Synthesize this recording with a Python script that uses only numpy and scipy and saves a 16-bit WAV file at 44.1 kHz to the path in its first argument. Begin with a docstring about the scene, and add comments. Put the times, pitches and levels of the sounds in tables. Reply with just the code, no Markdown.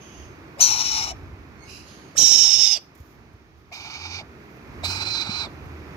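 """Parrot chicks on a cloth rasp hoarsely close to two microphones: rushing air rings the windpipe's
resonances, which partly whistle. Throats squeak and cluck as they open or shut, and walls echo softly.
Other chicks wheeze further off, made from the same kind of ringing noise. Feet thud as short damped rings;
feathers and claws brush and tick on the cloth as shaped noise.
An engine revs outside as a gliding tone over noisy street air; the microphones distort at the loudest."""
import sys
import numpy as np
from scipy import signal
from scipy.fft import rfft, irfft, next_fast_len
from scipy.io import wavfile
from scipy.ndimage import uniform_filter1d, minimum_filter1d, map_coordinates

SR = 44100
rng = np.random.default_rng(int(sys.argv[2]) if len(sys.argv) > 2 else 0)


def how_loud(loudness_db):
    """Turn decibels into a plain amplitude multiplier (0 dB gives 1, 20 dB gives 10)."""
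    steps = np.asarray(loudness_db, float) / 20
    return 10 ** steps


def digitize_waveform(pressure):
    """Quantize a signal to 16-bit integers and store it at the path in sys.argv[1].

    Rows of a 2-D input are taken as channels; values are limited to [-1, 1].
    """
    field = np.atleast_2d(pressure).T
    bounded = np.clip(field, -1, 1)
    quanta = np.round(bounded * 32767).astype(np.int16)
    wavfile.write(sys.argv[1], SR, quanta)


N = 262836  # length in samples

# balance of distant sounds at the microphones: f/Hz, left minus right/dB
FAR_BALANCE = [(100, -1), (700, -2), (1500, -3), (2400, -12.5), (3200, -2.5), (5500, -8.5), (6900, -3),
               (7900, 2.5), (12000, 0.5)]


def unit(x):
    """Scale a sound to rms 1."""
    return x / np.sqrt(np.mean(np.abs(x) ** 2) + 1e-20)


def along(points, hz):
    """Read a curve of (f/Hz, value) points, joined by straight lines on a log frequency axis."""
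    f, v = np.transpose(points)
    return np.interp(np.log(hz + 1), np.log(f + 1), v)


def add(into, start, x):
    """Mix x in from a sample on, with 4 ms soft ends."""
    n = min(x.shape[-1], N - start)
    edge = np.minimum(np.arange(n), np.arange(n)[::-1]) / (.004 * SR)
    into[..., start:start + n] += x[..., :n] * np.minimum(edge, 1)


def wobble(rate, size):
    """A smooth random curve through `rate` random knots a second."""
    knots = rng.standard_normal(int(size * rate / SR) + 4)
    return map_coordinates(knots, [np.arange(size) * rate / SR])


def filtered(x, response):
    """Shape the spectrum of x by a response, given as a function of frequency."""
    m = next_fast_len(x.shape[-1] + 4096)
    spectrum = rfft(x, m) * response(np.fft.rfftfreq(m, 1 / SR))
    return irfft(spectrum, m)[..., :x.shape[-1]]


def colored_noise(curve):
    """Two unrelated noises, left and right, whose spectrum follows a (f/Hz, dB per Hz) curve."""
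    return filtered(rng.standard_normal((2, N)), lambda hz: how_loud(along(curve, hz)))


def placed(pair, alike, heading, lead_ms):
    """Turn two unrelated sounds into left and right of given likeness, balance and lag; their mean has rms 1."""
    def turn(hz):
        return np.arccos(np.clip(along(alike, hz), 0, 1)) / 2

    mid, side = filtered(pair, lambda hz: np.array([np.cos(turn(hz)), np.sin(turn(hz))]))
    half = np.array([[.5], [-.5]])  # left gets half of balance and lead, right the opposite half

    def balance_and_lead(hz):
        return how_loud(half * along(heading, hz)) * np.exp(2j * np.pi * half * hz * lead_ms / 1000)

    ears = filtered(np.array([mid + side, mid - side]), balance_and_lead)
    return ears / np.sqrt(np.mean(ears.mean(0) ** 2))


def swell(s, rise_s, hold_s, fade_db_per_s, length_s=None):
    """First sample and dB shape of an event: up from 20 dB below, held, then fading 30 dB or until it stops."""
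    t = np.arange(round((length_s or rise_s + hold_s + 30 / fade_db_per_s) * SR)) / SR
    t = t[(s + t >= 0) & (s + t < N / SR)]
    rise_db = -20 * np.clip(1 - t / rise_s, 0, 1)
    fade_db = fade_db_per_s * np.maximum(t - rise_s - hold_s, 0)
    return round((s + t[0]) * SR), rise_db - fade_db


def resonance(hz, width_hz, whistle, waver):
    """Turbulence ringing a resonance of moving pitch; part of its power locks into a whistle."""
    off = np.fft.fftfreq(next_fast_len(len(hz)), 1 / SR)
    white = rng.standard_normal((2, len(off))) + 1j * rng.standard_normal((2, len(off)))
    # steep skirts leave dark valleys between resonances
    ringing = unit(np.fft.ifft(white / (1 + 1.4j * off / width_hz) ** 3)[:, :len(hz)])
    turn = 2 * np.pi * np.cumsum(hz) / SR
    share = np.clip(whistle, 0, 1)
    breath = (ringing * np.exp(1j * turn)).real  # the noise moved up to the wanted pitch
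    tone = np.cos(turn + width_hz * waver)
    return np.sqrt(1 - share) * breath + np.sqrt(share) * tone


def band(modes, stretch):
    """Neighbouring resonances sliding together; a wider one holds more power at the same height."""
    shake = np.array([wobble(200, size=len(stretch)), wobble(200, size=len(stretch))])
    waver = 2 * np.pi * np.cumsum(.3 * shake, axis=1) / SR
    total = 0
    for hz, width, db, whistle in modes:
        total = total + how_loud(db) * np.sqrt(width) * resonance(hz * stretch, width, whistle, waver)
    return total


def knocks(events, cycles):
    """Short damped rings whose strength peaks after the given number of cycles and then dies away."""
    out, t = np.zeros(N), np.arange(SR // 8) / SR
    for s, db, hz in events:
        u = t * hz / cycles
        envelope = np.e * u * np.exp(-u)
        add(out, round((s - .004) * SR), how_loud(db) * envelope * np.sin(2 * np.pi * hz * t))
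    return out


def room_air():
    """Street noise through the walls: a lumpy rumble under a smooth wash. Beneath it lies a faint steady hiss
    of the microphones themselves."""
    # street noise over time: t/s, wash level/dB, rumble level/dB
    street_levels = [(0, -47, -50), (.5, -46, -46), (.81, -45.5, -45.5), (1.11, -46, -43.5),
                     (1.33, -48, -44.5), (1.91, -46.5, -51.5), (2.19, -48, -49), (2.62, -58, -54),
                     (2.95, -51, -52), (3.62, -55.5, -55.5), (3.97, -50.5, -51), (4.52, -47.5, -50.5),
                     (4.8, -43.5, -41), (5.14, -42.5, -44), (5.51, -42.5, -44.5), (5.84, -44, -43.5),
                     (5.96, -42.5, -46)]
    # colours of wash, rumble and hiss, each: f/Hz, relative level/dB per Hz
    wash_color = [(90, -22.5), (125, -3.5), (200, -7), (370, -5.5), (520, -15.5), (1200, -15),
                  (2500, -22.5), (3000, -30), (4500, -33.5), (6600, -38), (7600, -46), (9000, -49.5),
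                  (12500, -43), (15700, -49.5)]
    rumble_color = [(13, -55), (22, -24), (47, -7.5), (65, -2), (81, -2.5), (140, -13.5), (180, -38.5),
                    (310, -120)]
    hiss_color = [(2000, -21), (3000, 5), (6500, 0.5), (7600, -15.5), (12500, -12), (15700, -10.5)]
    # how alike the wash is left and right: f/Hz, likeness 0-1
    wash_alike = [(100, 0.91), (400, 0.88), (1000, 0.058), (2000, 0.54), (15000, 0.11)]

    s, *tracks = np.transpose(street_levels)
    wash_db, rumble_db = (np.interp(np.arange(N) / SR, s, db) for db in tracks)
    wash_db = wash_db + .8 * wobble(5, size=N)
    rumble_db = rumble_db + 2.5 * wobble(5.5, size=N)
    wash = placed(colored_noise(wash_color), wash_alike, FAR_BALANCE, -0.17)
    hiss = placed(colored_noise(hiss_color), [(1000, 0.0024)], FAR_BALANCE, 0)
    rumble = placed(colored_noise(rumble_color), [(30, 0.74), (90, 0.86)], [(30, -6.5), (90, -2.5)], 0)
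    return how_loud(wash_db) * wash + how_loud(-72.5) * hiss + how_loud(rumble_db) * rumble


def engine():
    """Only the firing tone and a little of its octave get through the walls."""
    # each rev: start t/s, length/s, top level/dB (rms), firing f/Hz at its start, at its end
    engine_revs = [(3.96, .26, -38, 81.5, 92.6), (4.775, .36, -33, 80.5, 111),
                   (5.201, 0.437, -41, 108.1, 84), (5.6, .36, -37, 82.8, 74.5)]
    out = np.zeros(N)
    for s, length_s, db, from_hz, to_hz in engine_revs:
        start, shape_db = swell(s, rise_s=0.073, hold_s=0, fade_db_per_s=35, length_s=length_s)
        turn = 2 * np.pi * np.cumsum(np.linspace(from_hz, to_hz, len(shape_db))) / SR
        tone = np.sin(turn) + 0.089 * np.sin(2 * turn)
        add(out, start, np.sqrt(2) * how_loud(db + shape_db + wobble(13, size=len(turn))) * tone)
    return out


def far_chicks():
    """Ringing throat noise that arrives mostly off the walls, unlike at the two microphones."""
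    # each wheeze: start t/s, hold/s, upper band level/dB, lower band against it/dB, fade/dB per s
    far_wheezes = [(-.04, 0.21, -55.5, -2.5, 130), (1.569, 0.03, -56, 0.5, 299),
                   (1.64, 0.069, -48, -2.5, 128.5), (1.823, .02, -53, -6, 50)]
    # the throat of each wheeze, lower band first: f/Hz, width/Hz, height within its band/dB, whistle share 0-1
    far_pipes = [
        [(2970, 890, 0, 0.2), (4660, 120, 2, 0.4), (5260, 120, 0.5, 0.4), (6310, 500, 7, 0.17),
         (5500, 2300, -13.5, 0.1), (9400, 400, -12.5, 0.1), (10740, 900, -16, 0), (13500, 3000, -22.5, 0.03)],
        [(2190, 95, 0, 0.6), (4370, 104, 0, .4), (6400, 120, 1, 0.7), (8600, 170, -15.5, 0.36)],
        [(2720, 520, 0, 0.2), (4060, 380, 0, 0.3), (5040, 800, 2, 0), (6160, 1100, -5, 0.1),
         (7200, 640, -8.5, 0.07), (10680, 3300, -14.5, 0.13)],
        [(3000, 780, 0, 0), (4470, 1700, 0.5, 0), (6400, 540, 3.5, 0.05), (7180, 280, -12, 0),
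         (10500, 2700, -12.5, 0.1)],
    ]
    out = np.zeros((2, N))
    for (s, hold_s, db, low_db, fade), throat in zip(far_wheezes, far_pipes):
        start, shape_db = swell(s, 0.06, hold_s, fade)
        for rel_db, modes in ((low_db, throat[:1]), (0, throat[1:])):
            ears = placed(band(modes, np.ones(len(shape_db))), [(1000, .15)], FAR_BALANCE, 0)
            add(out, start, how_loud(db + rel_db + shape_db) * ears)
    return out


def cloth():
    """Feathers brush the fabric with thin high noise; claws snag it with broad short ticks."""
    # feathers brushing: start t/s, hold/s, level/dB
    feather_brushes = [(2.79, .04, -71.5), (2.94, 0.17, -67), (3.565, .02, -77.5), (4.385, .005, -76.5),
                       (4.43, .01, -72), (4.49, .07, -71.5), (4.6, .19, -81.5), (5.5, .02, -73),
                       (5.6, .23, -76), (5.87, .08, -81.5)]
    # colour of the brushing: f/Hz, relative level/dB per Hz
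    feather_color = [(4120, -1.5), (7000, 1.5), (7690, -14), (8090, -24), (11700, 0.5), (14400, 0.5),
                     (15600, -8)]
    # claws catching on threads: t/s, starting level/dB
    claw_snags = [(2.9535, -51), (2.9784, -56), (3.0026, -55), (3.3342, -62.5), (5.6585, -55)]

    brush, snag, t = np.zeros(N), np.zeros(N), np.arange(SR // 20) / SR
    for s, hold_s, db in feather_brushes:
        start, shape_db = swell(s, .012, hold_s, 220.5)
        add(brush, start, how_loud(db + shape_db + 1.52 * wobble(60, size=len(shape_db))))
    for s, db in claw_snags:
        add(snag, round((s - .003) * SR), how_loud(db - 60 * t / 0.0358))  # 60 dB down in 0.0358 s
    tick = filtered(rng.standard_normal((2, N)), lambda hz: hz / (hz + 2500))
    brushing = brush * placed(colored_noise(feather_color), [(1000, 0.1)], [(1000, -9.5)], 0)
    return brushing + snag * placed(tick, [(1000, .3)], [(1000, -8.0)], 0)


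def footsteps():
    """Feet landing on the cloth thud as strongly damped low rings."""
    # each landing: t/s, peak level/dB, f/Hz
    foot_landings = [(3.003, -31.5, 74), (3.34, -38.5, 80.7), (5.294, -21, 204), (5.668, -36, 137)]
    return knocks(foot_landings, cycles=0.56)


def puff():
    """The nearest call blows on the right microphone alone: low lumpy buffeting."""
    # each puff: start t/s, hold/s, level/dB
    breath_puffs = [(2.164, 0.032, -28.5), (2.271, 0.13, -39), (2.549, 0.018, -41.5)]
    out = np.zeros((2, N))
    for s, hold_s, db in breath_puffs:
        start, shape_db = swell(s, 0.029, hold_s, 400)
        gust = filtered(rng.standard_normal(len(shape_db)), lambda hz: 1 / (1 + (hz / 450) ** 2))
        add(out[1], start, how_loud(db + shape_db + 2.4 * wobble(69, size=len(gust))) * unit(gust))
    return out


def walls(x):
    """Echo as a noise tail in which each frequency dies at its own speed."""
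    # time the echo takes to fall by 60 dB: f/Hz, time/s
    echo_times = [(500, .35), (5000, 0.29), (12000, .15)]
    hz, t, z = signal.stft(rng.standard_normal((2, SR // 2)), SR, nperseg=256)
    fading = z * how_loud(-60 * t / along(echo_times, hz)[:, None])
    tail = signal.istft(fading, SR, nperseg=256)[1]
    late = np.pad(x, (500, 0))[None]  # the echo starts 500 samples after the sound
    return signal.fftconvolve(late, tail / np.linalg.norm(tail[0]), axes=1)[:, :N]


def clucks():
    """The throat clucks as it opens or shuts: a short damped ring."""
    # each cluck: t/s, peak level/dB, f/Hz
    throat_clucks = [(0.573, -40, 602), (1.125, -28, 727), (2.155, -36.5, 575), (2.775, -38.5, 626),
                     (3.719, -38, 736), (4.214, -31.5, 660), (4.839, -23.5, 680), (5.472, -37, 577)]
    return knocks(throat_clucks, cycles=1.2)


def squeaks():
    """The opening throat squeaks: one resonance sweeps up just before a rasp breaks out."""
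    # each squeak: start t/s, length/s, level/dB (3 dB above its rms), from f/Hz, to f/Hz
    throat_squeaks = [(.573, .03, -48, 600, 3300), (2.153, 0.029, -38.5, 783, 3000),
                      (3.716, .03, -40.5, 2304, 2426)]
    out = np.zeros((2, N))
    for s, length_s, db, from_hz, to_hz in throat_squeaks:
        hz = np.linspace(from_hz, to_hz, round(length_s * SR))
        steady = np.zeros((2, len(hz)))  # its whistle does not waver
        add(out, round(s * SR), how_loud(db) * resonance(hz, width_hz=300, whistle=0.29, waver=steady))
    return out


def chicks():
    """Each rasp: groups of resonances that swell with effort; the lower four slide as neck and beak move."""
    # each rasp while the throat is open: t/s, breath effort/dB,
    # neck tuning as third resonance f/Hz (only its ratio to the rasp's median is used)
    rasp_tracks = [
        [(.592, -51.5, 3646), (.601, -40.5, 3903), (.61, -16.5, 4294), (.62, -13, 4226), (.657, -19.5, 4153),
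         (.707, -27, 4020), (.855, -25, 3940), (.979, -28, 3883), (1.081, -37.5, 3900), (1.115, -42.5, 3967)],
        [(2.168, -36.5, 3706), (2.182, -12, 4100), (2.222, -15, 3950), (2.278, -14, 3880), (2.456, -15.5, 3790),
         (2.485, -20, 3780), (2.654, -15.5, 3706), (2.745, -21.5, 3626), (2.774, -32, 3392)],
        [(3.727, -52, 3750), (3.742, -45.5, 3750), (3.832, -48.5, 3670), (4.03, -45.5, 3720),
         (4.166, -42.5, 3664), (4.212, -51, 3640)],
        [(4.843, -41, 3940), (4.857, -36.5, 3960), (4.889, -34, 4142), (4.975, -38.5, 3998),
         (5.102, -40.5, 4125), (5.112, -33.5, 4120), (5.185, -32, 4030), (5.251, -42, 3976), (5.285, -42, 3937),
         (5.31, -40, 4110), (5.42, -37, 4030), (5.448, -42, 3880), (5.46, -49, 3685)],
    ]
    # each rasp: first, second, third, upper resonances and hiss, against the top ones at usual effort/dB
    group_levels = [(-13, -12, -7, -19.5, -25.5), (-33, -19, -13.5, -25, -34), (-1.5, 0, -3, -17.5, -29.5),
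                    (-3.5, -5, 6.5, -16, -26.5)]
    # windpipe and beak of each rasp: f/Hz, width/Hz, height within its group/dB, whistle share 0-1
    windpipes = [
        [(907, 210, 1.5, 0.22), (1315, 400, -5.5, 0.38), (2420, 690, -3, 0.05), (2973, 150, 1, 0),
         (4040, 640, 0, 0.03), (5544, 590, 9.5, 0), (6150, 1200, -2.5, 0), (7200, 800, -21.5, 0.1),
         (9200, 1000, -31.5, 0), (11790, 4600, -33.5, 0.2), (13100, 1800, -30, 0.1)],
        [(848, 240, 0, 0.3), (1273, 1200, -15.5, 0.06), (2393, 510, -8.5, 0.03), (2973, 390, 1.5, 0),
         (3750, 360, 2, 0), (4460, 760, -11.5, 0.3), (5365, 550, 7.5, 0.4), (6205, 1100, -0.5, 0.16),
         (7510, 650, -22, 0.23), (8620, 600, -25, 0), (11400, 1200, -37, 0.07), (12800, 1900, -37, 0.05)],
        [(840, 210, -1, 0), (1245, 440, -7, 0.1), (2350, 230, 6.5, 0.36), (2760, 980, -4.5, 0),
         (3720, 310, 2, 0.07), (4330, 710, -2, 0.04), (4770, 950, 7, 0.2), (5640, 820, -1, 0),
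         (6210, 580, 4, 0.1), (7070, 1100, -6.5, 0.27), (9200, 1400, -16, 0.4), (13000, 4000, -26, 0.09)],
        [(889, 255, -0.5, 0.2), (1335, 410, -1, 0), (2410, 280, 10, 0.04), (2920, 250, -3.5, 0.16),
         (4030, 126, 10, 1), (4450, 417, -4, 0.15), (3800, 660, -6.5, 0.1), (4870, 1300, 1.5, 0.27),
         (5880, 1300, -6, 0.03), (7480, 1400, -6, 0), (10100, 1400, -22, 0), (14000, 2800, -23, 0.01)],
    ]
    # where the head points in each rasp: f/Hz, left minus right/dB
    head_balance = [
        [(700, 4), (1400, 1), (2400, -13.5), (3100, -9.5), (4100, -0.5), (5500, 11.5), (6900, 11), (9500, 15.5),
         (12000, -1), (14000, 2.5)],
        [(700, 2), (1500, -15), (3000, -10.5), (4100, -8), (4900, -17.5), (5500, -26.5), (6300, -18.5),
         (7900, -5.5), (10000, -10.5), (12500, -17.5)],
        [(700, 0.5), (1700, -6), (2400, -8), (3800, -5), (5500, -20), (6900, -2.5), (8500, 3.5), (13000, 1.5)],
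        [(700, -1), (1700, -3.5), (2400, -7.5), (4000, -12.5), (4900, -16), (6900, -7.5), (8000, 3.5),
         (13000, -1)],
    ]
    # each rasp: left lead/ms, left-right likeness up to 5 kHz, likeness from 9 kHz
    ear_paths = [(.28, .85, .45), (-.045, .85, .4), (.16, .9, .5), (.2, .9, .45)]
    # how far the first resonance comes and goes, rasp by rasp/dB
    first_sputter = (1.2, 3.4, 0.84, 1.7)
    # fading of the upper resonances as air runs out, rasp by rasp/dB per s (negative: they grow)
    upper_sag = (-7, 12, -2, 5)
    # borders between first, second, third, top, upper resonances and hiss: f/Hz
    group_edges = (1700, 3400, 4600, 6800, 9400)
    # gain of each group per dB of effort, first to hiss: dB per dB
    effort_gain = (.12, 0.47, .85, 0.93, .35, 0.67)
    open_s, shut_s = .02, .025  # the throat opens before and shuts after the held part
    attack_db_per_s, release_db_per_s = 1699, 1198
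    upper_burst_s, hiss_burst_s = .08, .14

    out = np.zeros((2, N))
    for rows, voice, throat, heading, path, sputter_db, sag in zip(
            rasp_tracks, group_levels, windpipes, head_balance, ear_paths, first_sputter, upper_sag):
        *levels, upper_db, hiss_db = voice
        lead_ms, low_alike, high_alike = path
        s, effort_db, neck_hz = np.transpose(rows)
        start = round((s[0] - open_s) * SR)
        now = np.arange(start, round((s[-1] + shut_s) * SR)) / SR
        early, late = np.maximum(s[0] - now, 0), np.maximum(now - s[-1], 0)

        held_db, neck = np.interp(now, s, effort_db), np.interp(now, s, neck_hz)
        usual_db = np.median(held_db)
        push_db = held_db - usual_db
        gate_db = -attack_db_per_s * early - release_db_per_s * late
        flutter_db = 1.8 * wobble(45, size=len(now))  # unsteady air pressure

        # the neck tuning trembles; the third resonance drops while the throat is shut
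        neck = neck / np.median(neck) + .004 * wobble(50, size=len(now))
        third = neck * (1 - .12 * np.maximum(early / open_s, late / shut_s))
        # the first resonance sinks as the throat narrows at either end and climbs with effort
        narrow = np.clip(1 - np.minimum(now - now[0], now[-1] - now) / .045, 0, 1)
        first = 1 - .25 * narrow + .006 * push_db
        still = np.ones(len(now))  # upper resonances and hiss keep their pitch
        slides = [first, third, third, neck ** 1.3, still, still]

        # upper resonances and hiss start strong and settle
        settled_s = np.maximum(now, s[1]) - s[1]
        upper_db = upper_db + 6 * np.exp(-settled_s / upper_burst_s) - sag * (now - now.mean())
        hiss_db = hiss_db + 12.5 * np.exp(-settled_s / hiss_burst_s)
        rel_db = [db + gate_db for db in (*levels, 0, upper_db, hiss_db)]
        # the first resonance leaks through the shut throat, losing only a share of the gate's dB
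        rel_db[0] = levels[0] + .26 * gate_db + sputter_db * wobble(25.9, size=len(now))
        # effort over 2.5 dB above usual no longer lifts the second resonance
        rel_db[1] = rel_db[1] - effort_gain[1] * np.maximum(push_db - 2.5, 0)
        # the third group dips briefly in the last rasp
        rel_db[2] = rel_db[2] - 8 * np.exp(-((now - 4.945) / 0.059) ** 2)

        for k, slide in enumerate(slides):
            modes = [m for m in throat if np.searchsorted(group_edges, m[0]) == k]
            ears = placed(band(modes, slide), [(5000, low_alike), (9000, high_alike)], heading, lead_ms)
            group_db = usual_db + rel_db[k] + effort_gain[k] * push_db + flutter_db
            add(out, start, how_loud(group_db) * ears)
    return out


def scene():
    """Near chicks and their echo over everything further away."""
    near = chicks() + squeaks() + clucks()
    echo = how_loud(-22.0) * walls(near.mean(0))
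    lows = (footsteps() + engine()) * how_loud([[-.8], [.8]])  # a little louder on the right
    return near + echo + puff() + far_chicks() + cloth() + lows + room_air()


def top_cut(x):
    """Nothing passes above the cut-off."""
    return signal.sosfilt(signal.butter(12, 15760, fs=SR, output="sos"), x)


def record(dry):
    """Loud sound bends the microphones unevenly, adding an octave and a low flutter; a limiter holds the peaks."""
    bent = dry + 0.062 * dry ** 2
    needed = np.minimum(1, .88 / (np.abs(bent) + 1e-9))
    held = bent * uniform_filter1d(minimum_filter1d(needed, size=181), size=90)
    # nothing from 15760 Hz up; the bass thins out below about 45 Hz
    cut = filtered(held, lambda hz: (hz < 15760) * (1j * hz / (45 + 1j * hz)) ** 2)
    return top_cut(cut)


dry = scene()
out = record(dry)
digitize_waveform(out)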